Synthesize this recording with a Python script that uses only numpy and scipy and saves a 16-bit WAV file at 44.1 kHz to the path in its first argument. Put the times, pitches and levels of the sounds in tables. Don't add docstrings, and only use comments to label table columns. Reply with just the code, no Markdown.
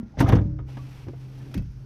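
import sys
import numpy as np
from scipy import signal
from scipy.fft import rfft, irfft
from scipy.io import wavfile
from scipy.ndimage import uniform_filter1d

SR = 44100
rng = np.random.default_rng(int(sys.argv[2]) if len(sys.argv) > 2 else 0)


def unload_audio(sound):
    columns = np.transpose(np.atleast_2d(sound))
    steps = np.round(np.clip(columns, -1, 1) * 32767)
    wavfile.write(sys.argv[1], SR, steps.astype(np.int16))


def gain_from_db(level_db):
    decades = np.asarray(level_db, float) / 20
    return 10 ** decades


N = 81585
T = np.arange(N) / SR

# f/Hz, level/dB
RIVER_COLOUR = [(30, 8), (55, -0.5), (130, 1), (280, -18.5), (420, -24.5), (700, -54), (1500, -31),
                (3000, -88)]
# f/Hz, level/dB
AIR_COLOUR = [(1000, -3), (2500, -6), (4000, -6), (5400, 0), (6400, -5), (7200, -20), (12400, -25),
              (15000, -36)]
# t/s, level/dB
AIR_DIP = [
    (0, -7.5),
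    (.17, 4.5),
    (.45, 2),
    (.65, -3.5),
    (.72, -6.5),
    (1.6, 7),
    (1.85, 3.5),
]
# t/s, f/Hz, level/dB, t60/s
PANEL_RINGS = [(-.004, 227.7, -21, 0.095), (.029, 214.5, -24, 0.082), (0.06, 221, -33.5, 0.096),
               (.205, 910, -17.5, 0.073), (.2035, 121, -6.5, 0.086), (0.208, 336, -19.5, 0.067),
               (0.223, 290.3, -13, 0.12), (.226, 676, -24.5, 0.14), (.243, 112.5, -11, 0.11),
               (0.261, 1276, -30, 0.084), (.278, 765, -26.5, 0.18), (.322, 956, -23, 0.034),
               (0.328, 109.3, -8, 0.15), (.33, 324, -18.5, 0.19), (.331, 442.3, -27, 0.24),
               (.332, 494, -24, 0.14), (0.412, 166, -15.5, 0.064), (0.588, 935, -54, 0.12),
               (.59, 1258, -45, 0.086), (.61, 63.6, -25, 0.33), (.772, 290, -44.5, 0.18),
               (.772, 200, -49, 0.092), (1.074, 103, -27.5, 0.095), (1.082, 378, -30.5, 0.053),
               (1.084, 278, -35.5, .08), (1.539, 1320, -43, .04), (1.542, 913, -40, 0.036),
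               (1.543, 1945, -53, 0.05), (1.552, 290, -26.5, 0.11), (1.5725, 193, -22.5, 0.17),
               (1.577, 2600, -48, 0.055), (1.596, 630, -55, 0.042), (1.1, 290, -38, 0.085),
               (1.083, 564, -40.5, 0.053), (1.134, 470, -45, 0.07), (1.136, 700, -46, 0.047),
               (.204, 1520, -23, .05), (.206, 1880, -26, .05), (.324, 1640, -29, .05),
               (.171, 616, -35, 0.055), (.29, 1046, -32, 0.069), (1.555, 109, -28, .06),
               (.355, 254, -17.5, .08), (1.578, 51.6, -18, 0.16), (1.59, 125, -32, 0.15),
               (1.69, 51, -33.5, 0.42)]
# t/s, boom level/dB, boom centre f/Hz, knock level/dB, crack level/dB
BOUNCES = [(.171, -36.5, 250, -42.5, -77), (0.187, -33, 180, -59, -64), (.203, -34.5, 258, -25, -32),
           (0.2069, -30.5, 297, -21, -42), (0.2096, -19.5, 200, -20.5, -48.5),
           (0.221, -26, 270, -46, -41.5), (0.242, -24, 130, -31, -85), (0.266, -39, 90, -27.5, -65),
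           (.289, -41.5, 200, -25.5, -37), (.296, -28, 243, -22, -58), (.322, -24, 291, -17.5, -41),
           (0.3292, -10.5, 150.5, -21, -64), (.353, -16, 210, -29, -46), (.367, -8, 85.8, -28, -68),
           (0.384, -37, 107, -29.5, -81), (0.413, -35, 152, -54, -61.5), (.455, -20, 170, -73, -70),
           (0.509, -18.5, 71, -78, -90), (0.534, -17, 77.4, -74, -85)]
# t/s, boom level/dB, boom centre f/Hz, knock level/dB, crack level/dB
LIGHT_KNOCKS = [(.004, -52, 229, -54, -78), (0.028, -72, 205, -61, -97), (0.588, -44, 70, -37.5, -69),
                (0.686, -43, 197, -46.5, -88), (0.770, -42.5, 246, -36, -53.5),
                (1.068, -37.5, 340, -49.5, -78), (1.075, -34.5, 109, -50.5, -81),
                (1.083, -31, 420, -42, -55.5), (1.133, -39.5, 420, -46.5, -86),
                (1.542, -45, 290, -39.5, -38), (1.5535, -30, 258, -66, -58),
                (1.565, -25.5, 116.4, -62, -55), (1.5772, -24, 180, -48.5, -47),
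                (1.593, -23, 130, -55, -80), (1.626, -32.5, 59.4, -67, -75), (1.655, -37, 160, -79, -80),
                (1.702, -48, 43.7, -92, -82)]
# f/Hz, level/dB, t60/s
PANEL_MODES = [(42.8, -28, 0.18), (63.1, -1.5, 0.49), (101.6, -2.5, 0.41), (125.6, 5.5, 0.11),
               (164.3, -3.5, 0.29), (205, -4, 0.22), (225.4, -6, 0.14), (260.7, -5, 0.32), (290, -7, 0.38),
               (340.7, -1, 0.13), (420, 3.5, 0.054), (536, 3, 0.044), (618, -3.5, 0.086)]
# f/Hz, level/dB, t60/s
RIB_MODES = [(389, -8.5, 0.2), (441, -4, 0.063), (496.3, -9.5, 0.22), (565, -7, 0.11), (670.7, -7.5, 0.096),
             (797.5, -3, 0.073), (887, -2.5, 0.051), (954, -8, 0.11), (1056, -4, 0.05), (1212, -13, 0.13),
             (1650, -7, 0.039), (2180, -16, 0.12)]
# f/Hz, level/dB
KNOCK_COLOUR = [(250, 19), (500, 3), (1000, 3), (1600, 0), (2500, -11), (3600, -11.5), (5000, -58.5)]
# f/Hz, level/dB
CRACK_COLOUR = [(2000, 12), (3500, 2.5), (4500, 1), (6200, 2), (7000, -11), (9000, -24)]
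# f/Hz, level/dB
SHEEN_COLOUR = [(6800, -12.5), (8000, -12), (9000, -12.5), (9700, -7.5), (11200, -13), (12400, 0),
                (13500, -9), (15000, -22)]
# t/s, level/dB
RATTLE = [
    (.165, -61.5),
    (.18, -35),
    (.21, -37),
    (.3, -29),
    (.38, -43),
    (.43, -47.5),
    (.56, -64.5),
    (.7, -72),
]
# t/s, level/dB
EDGE_SCRAPE = [
    (.165, -73.5),
    (.185, -58),
    (.202, -34.5),
    (.235, -62),
    (.272, -53.5),
    (.29, -43),
    (.315, -58.5),
    (.36, -51.5),
    (.42, -79),
]
# t/s, f/Hz, level/dB, t60/s
DRIPS = [
    (.005, 1380, -64, .6),
    (.14, 800, -45, .12),
    (.788, 1140, -42, .09),
    (1.403, 1750, -51, .07),
]
# f/Hz, start level/dB, t60/s, wobble/dB
HUM_MODES = [
    (130, -32, 9.7, 0.5),
    (282, -53, 18.4, 3),
    (210.8, -57.5, 51, 2.5),
    (58, -48, 15, 5),
    (567, -44.5, 0.76, -1),
    (307.7, -32.5, 0.87, 2),
]
# t/s, level/dB
HUM_DRIVE = [
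    (.36, 4.5),
    (.68, -1.5),
    (.8, 2),
    (.9, -2.5),
    (1.02, -6),
    (1.11, 1.5),
    (1.16, 1.5),
    (1.5, 0.5),
    (1.85, -0.5),
]
# t/s, level/dB
FOOT_DRAG = [
    (.6, -67),
    (.7, -53.5),
    (1.15, -60.5),
    (1.35, -53),
    (1.52, -51.5),
    (1.62, -49.5),
    (1.68, -88),
    (1.78, -57.5),
]
# f/Hz, level/dB
MAT_COLOUR = [(280, 9), (420, 2.5), (700, -8), (1100, -14.5)]
# t/s, level/dB, sheen level/dB
CLOTH_SLIDE = [
    (.62, -116, -1.5),
    (.665, -72, 0),
    (.69, -57.5, -4.5),
    (.9, -57, -1),
    (1.03, -58.5, -3),
    (1.07, -65.5, -1),
    (1.2, -64, -0.5),
    (1.52, -59.5, -1),
    (1.63, -72, 3),
]
# f/Hz, level/dB
CLOTH_COLOUR = [(800, 5.5), (1100, 1), (1700, -1), (2600, 1), (3800, -5.5), (5800, -6), (7000, -17.5)]
# f/Hz, level/dB, t60/s
FITTING_MODES = [(1510, -6, 0.014), (2100, -18, 0.021), (2590, -2.5, 0.057), (3230, -1, 0.023),
                 (4610, -7.5, 0.057)]
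# t/s, level/dB
FITTING_TAPS = [
    (1.541, -41),
    (1.544, -56),
    (1.577, -42),
    (1.623, -56.5),
    (1.669, -66),
]

BLOW_S, BOOM_DB, BOOM_CENTRE_HZ, KNOCK_DB, CRACK_DB = np.vstack([BOUNCES, LIGHT_KNOCKS]).T
RISE_S, CRACK_RISE_S = 0.00091, 0.00085


def curve(table, axis=1):
    points = np.array(table)
    return gain_from_db(np.interp(T, points[:, 0], points[:, axis]))


def noise(colour):
    hz, db = np.array(colour).T
    f = np.log(np.fft.rfftfreq(N, 1 / SR) + 1)
    outside = np.maximum(np.log(hz[0]) - f, 0) + np.maximum(f - np.log(hz[-1]), 0)
    gain = gain_from_db(np.interp(f, np.log(hz), db) - 17 * outside)
    x = irfft(rfft(rng.standard_normal(N)) * gain, N)
    return x / x.std()


def walk(rate_hz):
    k = int(SR / rate_hz)
    steps = np.repeat(rng.standard_normal(N // k + 1), k)
    x = uniform_filter1d(uniform_filter1d(steps, k), k)[:N]
    return x / x.std()


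def ring(push, hz, t60):
    pole = np.exp((2j * np.pi * hz - np.log(1000) / t60) / SR)
    return signal.lfilter([1], [1, -pole], push).imag


def spikes(times, gains):
    x = np.zeros(N)
    x[(times * SR).astype(int)] = gains
    return x


def fade(x, t60, rise_s=RISE_S):
    fall = np.exp(-np.log(1000) / t60 / SR)
    rise = np.exp(-1 / rise_s / SR)
    return signal.lfilter([1 - rise], [1, -rise], signal.lfilter([1], [1, -fall], x))


def panels(modes, times, gains, push_s, shake):
    out = 0
    for (hz, db, t60), mode_gains in zip(modes, gains):
        out = out + gain_from_db(db) * ring(spikes(times, mode_gains) + shake, hz, t60)
    u = np.arange(512) / SR / push_s
    push = np.sin(np.pi * np.minimum(u, 1)) ** 2
    return signal.fftconvolve(out, push / push.sum())[:N]


def struck_sine(s, hz, db, t60, rise_s, glide=0):
    u = np.maximum(T - s, 0)
    level = gain_from_db(db - 60 * u / t60) * (1 - np.exp(-u / rise_s))
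    return level * np.sin(2 * np.pi * hz * u * (1 + glide * u))


def river_and_air():
    water = gain_from_db(-44.5 + 0.93 * walk(7.9)) * noise(RIVER_COLOUR)
    air = gain_from_db(-75.5 + 0.27 * walk(6.7)) * curve(AIR_DIP) * noise(AIR_COLOUR)
    return water + air


def panel_rings():
    return -sum(struck_sine(*event, rise_s=0.00098) for event in PANEL_RINGS)


def panel_boom(grit):
    reach_oct, scatter_db = 0.35, 1.2
    octaves_off = np.log2(np.array(PANEL_MODES)[:, :1] / BOOM_CENTRE_HZ) / reach_oct
    chance = rng.standard_normal(octaves_off.shape)
    gains = -gain_from_db(BOOM_DB - 2.0 - 5.7 * octaves_off ** 2 + scatter_db * chance)
    return panels(PANEL_MODES, BLOW_S, gains, 0.0018, grit * gain_from_db(6.5))


def rib_clank(grit):
    sign, chance = rng.standard_normal((2, len(RIB_MODES), len(BLOW_S)))
    gains = np.sign(sign) * gain_from_db(KNOCK_DB - 7 + 3 * chance)
    return panels(RIB_MODES, BLOW_S, gains, 0.0005, grit)


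def knock_noise(rattle):
    blows = fade(spikes(BLOW_S, gain_from_db(KNOCK_DB)), 0.067)
    return (gain_from_db(-2.5) * blows + gain_from_db(-10.5) * rattle) * noise(KNOCK_COLOUR)


def edge_crack():
    scrape = curve(EDGE_SCRAPE)
    blows = spikes(BLOW_S, gain_from_db(CRACK_DB))
    tail = gain_from_db(-34) * fade(blows, 0.55)
    body = fade(blows, 0.047, CRACK_RISE_S) + tail + scrape * gain_from_db(2.9 * walk(200))
    sharp = spikes(BLOW_S, gain_from_db(-32 + 1.4 * (CRACK_DB + 30.5)))
    spark = fade(sharp, 0.032, CRACK_RISE_S) + gain_from_db(-11.5) * scrape
    return body * noise(CRACK_COLOUR) + spark * noise(SHEEN_COLOUR)


def hull():
    rattle = curve(RATTLE) * gain_from_db(1.5 * walk(59.0))
    grit = rattle * rng.standard_normal(N) * 0.031
    return panel_boom(grit) + rib_clank(grit) + knock_noise(rattle) + edge_crack()


def drips():
    return sum(struck_sine(*drop, rise_s=0.0034, glide=0.083) for drop in DRIPS)


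def floor_hum():
    u = np.maximum(T - 0.36, 0)
    rise = 1 - np.exp(-u / 0.01)
    out = 0
    for hz, db, t60, wobble_db in HUM_MODES:
        level = gain_from_db(db - 60 * u / t60 + wobble_db * walk(7.73))
        phase = 2 * np.pi * hz * T + 0.28 * wobble_db * walk(3.87)
        out = out + rise * level * np.sin(phase)
    return curve(HUM_DRIVE) * out


def foot_drag():
    return curve(FOOT_DRAG) * gain_from_db(1.5 * walk(30.1)) * noise(MAT_COLOUR)


def cloth_slide():
    sheen = gain_from_db(-9) * curve(CLOTH_SLIDE, axis=2) * noise(SHEEN_COLOUR)
    flicker = gain_from_db(0.8 * walk(25) + walk(150))
    return curve(CLOTH_SLIDE) * flicker * (noise(CLOTH_COLOUR) + sheen)


def fitting_taps():
    s, db = np.array(FITTING_TAPS).T
    chance = rng.standard_normal((len(FITTING_MODES), len(s)))
    spark = fade(spikes(s, gain_from_db(db - 4.5)), 0.0165) * noise(SHEEN_COLOUR)
    return panels(FITTING_MODES, s, gain_from_db(db + 2 * chance), 0.00018, 0) + spark


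def scene():
    blows = panel_rings() + hull()
    friction = foot_drag() + cloth_slide()
    mono = river_and_air() + blows + drips() + floor_hum() + friction + fitting_taps()
    return np.tile(mono, (2, 1))


def top_cut(x):
    return signal.sosfilt(signal.butter(12, 15840, fs=SR, output="sos"), x)


def record(dry):
    bass_cut = signal.butter(2, 37, "high", fs=SR, output="sos")
    left, right = signal.sosfilt(bass_cut, dry)
    dull = signal.sosfiltfilt(signal.butter(10, 10400, fs=SR, output="sos"), right)
    leak = gain_from_db(-15) * (right - dull) * (0.3 + walk(915))
    return top_cut(np.array([left, dull + leak]))


dry = scene()
out = record(dry)
unload_audio(out)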